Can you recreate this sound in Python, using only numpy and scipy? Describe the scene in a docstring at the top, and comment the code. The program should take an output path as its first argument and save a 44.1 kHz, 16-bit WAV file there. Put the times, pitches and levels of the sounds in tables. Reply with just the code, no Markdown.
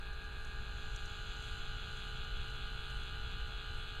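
"""Laptop fan in a quiet room

A cooling fan runs steadily while the microphone moves from the screen down to the keyboard.
The motor's chopped drive pulses, scaled by the turning magnets, ring the case: a buzz of close,
beating lines. Air rushes through the vent, soft swishes and ticks come and go, over a low rumble."""
import sys
import numpy as np
from scipy import signal
from scipy.fft import rfft, irfft
from scipy.io import wavfile
from scipy.ndimage import uniform_filter1d

SR = 44100
rng = np.random.default_rng(int(sys.argv[2]) if len(sys.argv) > 2 else 0)


def file_out(sig):
    """Save sig as 16-bit WAV at sys.argv[1]."""
    # one column per channel
    cols = np.atleast_2d(sig).T
    # limit, then scale
    lim = np.clip(cols, -1, 1)
    pcm = np.round(lim * 32767).astype(np.int16)
    wavfile.write(sys.argv[1], SR, pcm)


N = 176400
T = np.arange(N) / SR


def amp(db):
    return 10 ** (np.asarray(db) / 20)


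def unit(x):
    return x / np.sqrt(np.mean(x ** 2) + 1e-30)


def curve(points):
    return np.interp(T, *np.transpose(points))


def gains(points, size):
    """Gain of a (Hz, dB) table at the bins of an FFT."""
    hz, db = np.transpose(points)
    return amp(np.interp(np.log(np.fft.rfftfreq(size, 1 / SR) + 1), np.log(hz + 1), db))


def colour(x, points):
    return irfft(rfft(x) * gains(points, N), N)


def ring(x, points, size=8192):
    """Minimum-phase filter: the table's peaks ring on after each pulse."""
    log_gain = np.log(gains(points, size))
    mirrored = np.concatenate([log_gain, log_gain[-2:0:-1]])
    response = np.fft.ifft(np.exp(np.conj(signal.hilbert(mirrored)))).real
    return signal.oaconvolve(x, response[:size // 2])[:N]


def noise(points, correlation=1):
    """Coloured stereo noise at unit RMS."""
    mid, side = rng.standard_normal((2, N))
    side *= np.sqrt((1 - correlation) / (1 + correlation))
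    return unit(colour(np.array([mid + side, mid - side]), points))


# Each row: time in seconds, magnet cycle rate in Hz.
MAGNET_RATE_HZ = [(0, 128.45), (2, 127.91), (4, 127.15)]


def magnet_angle():
    """Phase of the magnet cycle in radians; the motor's speed sags slowly."""
    return 2 * np.pi * np.cumsum(curve(MAGNET_RATE_HZ)) / SR


def drive_pulses(chop_hz=189.18, echo_s=0.000689, echo_gain=0.37):
    """Chopped motor drive; each pulse returns once inside the case."""
    jitter_s = 2e-6 * unit(uniform_filter1d(rng.standard_normal(N), size=400))
    phasor = np.exp(2j * np.pi * chop_hz * (T + jitter_s))
    harmonics = 1 + echo_gain * np.exp(-2j * np.pi * chop_hz * echo_s * np.arange(25))
    return np.polyval(harmonics[::-1], phasor).real


# Magnet pull over one cycle. Each entry: relative level in dB of harmonic 0, 1, 2, 3.
PULL_HARMONICS_DB = [3.5, 20.5, -18.5, 5]
# Case response at the keyboard. 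Each row: frequency in Hz, relative gain in dB.
CASE_RESPONSE = [(100, -37), (300, -23.5), (440, 4.5), (520, -27.5), (700, -17.5), (818, 0.5), (900, -29.5),
                 (1080, -17), (1196, 0.5), (1265, 0.5), (1385, 2), (1452, 6), (1520, 2), (1641, 2),
                 (1770, -30), (2020, -42), (2210, -9.5), (2400, -14), (2520, -1.5), (2600, -3.5),
                 (2776, -3.5), (2850, -25.5), (2966, 2), (3090, -47.5), (3344, 1.5), (3466, -40),
                 (3533, -2), (3722, -11.5), (3900, -7.5), (4034, -3.5), (4130, -32.5), (4223, -2),
                 (4450, -29), (5000, 2), (5500, -37.5)]


def buzz(pulses, angle, level_db=-51, skew_rad=0.39):
    """Drive pulses, each as strong as the magnets' lopsided pull at that moment, ring the case."""
    swing = sum(amp(db) * np.cos(m * angle + skew_rad * m * m)
                for m, db in enumerate(PULL_HARMONICS_DB) if m)
    pull = amp(PULL_HARMONICS_DB[0]) / 2 + swing
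    return amp(level_db) * unit(ring(pulses * pull, CASE_RESPONSE))


def scatter(x, decay_s=0.003, size=2048):
    """Dense reflections inside the case smear each pulse without changing its colour."""
    tail = rfft(rng.standard_normal(size) * np.exp(-np.arange(size) / (decay_s * SR)))
    allpass = irfft(tail / abs(tail))[:size // 2]
    return signal.oaconvolve(x, allpass)[:N]


# Colour of the fine buzz. Each row: frequency in Hz, relative gain in dB.
CHATTER_RESPONSE = [(300, -22), (640, -8.5), (950, -12.5), (1150, -10.5), (1350, -4), (1520, 10.5),
                    (1700, -8.5), (1900, -15), (2200, -7), (2450, 1), (2650, -3), (2900, 4), (3150, 0.5),
                    (3330, 4.5), (3650, 2), (3850, -2), (4050, 5), (4280, 2.5), (4550, -13.5),
                    (4800, -16.5), (5200, -31)]


def chatter(pulses, angle, level_db=-53.5):
    """The sharp corners of the pull add a dense comb of weaker lines."""
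    corners = sum(scatter(pulses * np.cos(m * angle)) / m for m in range(4, 10))
    return amp(level_db) * unit(ring(corners, CHATTER_RESPONSE))


# Each row: frequency in Hz, relative density in dB.
AIR_SPECTRUM = [(150, 3.5), (300, 0.5), (550, -8), (800, 1), (1100, -1), (1400, 2), (1650, 4), (1900, -3),
                (2200, -11), (2500, -10.5), (2900, 7), (3400, -3.5), (3800, -7.5), (4200, -7), (4600, -7),
                (5000, -32), (6000, -27.5), (9000, -29)]


def air_rush(level_db=-57):
    """Steady rush of air, as heard at the keyboard."""
    return amp(level_db) * noise(AIR_SPECTRUM)


# Each row: time in seconds, position (0 screen, 1 keyboard, above 1 extrapolated).
MIC_PATH = [(0, 0), (.45, .05), (.9, 0.56), (1.35, 1.15), (2.2, 1.27), (4, 1.04)]
# Change of colour at the screen. Each row: frequency in Hz, gain in dB.
SCREEN_RESPONSE = [(450, -1), (1200, -0.5), (1420, -6), (1650, 4), (2000, -4), (2550, 0), (2900, -7),
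                   (3250, -8.5), (3550, -4), (3950, -3), (4300, -2.5)]


def moving_microphone(fan):
    """The fan's colour shifts as the microphone moves from screen to keyboard."""
    position = curve(MIC_PATH)
    return position * fan + (1 - position) * colour(fan, SCREEN_RESPONSE)


# Each row: time in seconds, RMS level of the fundamental in dB.
HUM_LEVEL_DB = [(0, -75), (1, -59.5), (2.2, -57), (4, -58.5)]


def motor_hum(angle, third_db=-71):
    """The magnets' own hum and its third harmonic."""
    fundamental = amp(curve(HUM_LEVEL_DB)) * np.sin(angle)
    return np.sqrt(2) * (fundamental + amp(third_db) * np.cos(3 * angle))


# Each row: frequency in Hz, relative density in dB.
VENT_SPECTRUM = [(3000, -74), (4700, 9), (5500, -14), (6100, 4), (6600, 6.5), (7300, 7), (7700, -4),
                 (9000, -18), (14000, -26)]
# Each row: time in seconds, level in dB.
VENT_LEVEL_DB = [(0, -77.5), (.7, -70.5), (1.0, -66), (1.25, -66.5), (1.5, -65), (1.75, -69), (2.05, -67.5),
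                 (2.25, -71.5), (2.9, -71.5), (3.4, -72.5), (4, -73)]


def vent_hiss(angle, depth=0.43):
    """Air in the vent hisses, pulsing twice per magnet cycle."""
    pulsing = unit(1 + depth * np.cos(2 * angle))
    return amp(curve(VENT_LEVEL_DB)) * pulsing * noise(VENT_SPECTRUM)


# Each row: centre in seconds, length in seconds, level in dB.
TREBLE_SWISHES = [(.44, 0.12, -77), (1.02, 0.4, -80), (1.505, 0.17, -74), (2.013, .25, -76.5),
                  (2.51, 0.24, -78), (2.918, 0.3, -74.5), (3.79, 0.11, -74.5)]
# Each row: frequency in Hz, relative density in dB.
SWISH_SPECTRUM = [(4000, -33), (6500, -8), (8200, 13), (9500, 7), (12000, 2.5), (15000, -25)]


def swishes(floor_db=-81.5):
    """Soft, bright swishes swell out of a thin, steady treble noise."""
    swell_power = sum(amp(db) ** 2 * np.exp(-(2 * (T - centre_s) / length_s) ** 2)
                      for centre_s, length_s, db in TREBLE_SWISHES)
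    return np.sqrt(amp(floor_db) ** 2 + swell_power) * noise(SWISH_SPECTRUM, correlation=0.83)


# Each row: start in seconds, relative level in dB.
PLASTIC_TICKS = [(.448, -48.5), (.961, -41), (1.057, -46), (1.425, -52), (1.970, -53)]
# Each row: frequency in Hz, relative density in dB.
TICK_SPECTRUM = [(1500, -44), (4500, -9), (6500, 9.5), (8500, -5.5), (11000, -17), (15000, -43)]


def ticks(decay_s=0.0035, rattle_per_s=50):
    """A few clear ticks of plastic and a faint random rattle, each a short burst of noise."""
    rattling = rng.random(N) < rattle_per_s / SR
    rattle_db = -63 + 1.5 * np.clip(rng.standard_normal(N), -2, 2)
    hits = rattling * amp(rattle_db)
    for start_s, db in PLASTIC_TICKS:
        hits[round(start_s * SR)] += amp(db)
    envelope = signal.lfilter([1], [1, -np.exp(-1 / (decay_s * SR))], hits)
    return envelope * noise(TICK_SPECTRUM) / 2


# Each row: frequency in Hz, RMS level in dB at the start, then at the end.
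WHINE_TONES = [(8000, -104, -81), (10939, -95, -95)]


def whine():
    """Faint high tones from the electronics."""
    return np.sqrt(2) * sum(amp(np.linspace(start_db, end_db, N)) * np.sin(2 * np.pi * hz * T)
                            for hz, start_db, end_db in WHINE_TONES)


# Each row: frequency in Hz, relative density in dB.
RUMBLE_SPECTRUM = [(2, -24), (12, 3), (22, 2.5), (32, -2.5), (48, 0), (64, -6.5), (80, -8.5), (100, -13),
                   (150, -20.5), (220, -27.5), (300, -38.5), (600, -39.5), (2000, -72.5)]
# Each row: time in seconds, level in dB.
RUMBLE_LEVEL_DB = [(0, -43.5), (.9, -42), (1.4, -42.5), (2.4, -41.5), (3.1, -42.5), (3.38, -41),
                   (3.6, -43.5), (4, -43)]


def rumble():
    """Low noise, wavering slightly in level."""
    return amp(curve(RUMBLE_LEVEL_DB)) * noise(RUMBLE_SPECTRUM, correlation=0.98)


def scene():
    angle = magnet_angle()
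    pulses = drive_pulses()
    fan = buzz(pulses, angle) + chatter(pulses, angle) + air_rush()
    background = whine() + rumble()
    return moving_microphone(fan) + motor_hum(angle) + vent_hiss(angle) + swishes() + ticks() + background


# Each row: frequency in Hz, relative density in dB.
SELF_NOISE_SPECTRUM = [(100, -28), (5500, -20), (8000, -1.5), (11000, 5), (15000, -3.5)]
SELF_NOISE_DB = -79
NOTCH_HZ, NOTCH_WIDTH_HZ, CUTOFF_HZ = 5426, 310, 15100


def record(dry):
    """The microphone's self-noise, its notch, then the band limit."""
    self_noise = amp(SELF_NOISE_DB) * noise(SELF_NOISE_SPECTRUM, correlation=0.38)
    b, a = signal.iirnotch(NOTCH_HZ, NOTCH_HZ / NOTCH_WIDTH_HZ, SR)
    notched = signal.lfilter(b, a, dry + self_noise)
    lowpass = signal.firwin(511, CUTOFF_HZ, window=("kaiser", 9), fs=SR)
    return signal.oaconvolve(notched, lowpass[None], "same")


dry = scene()
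out = record(dry)
file_out(out)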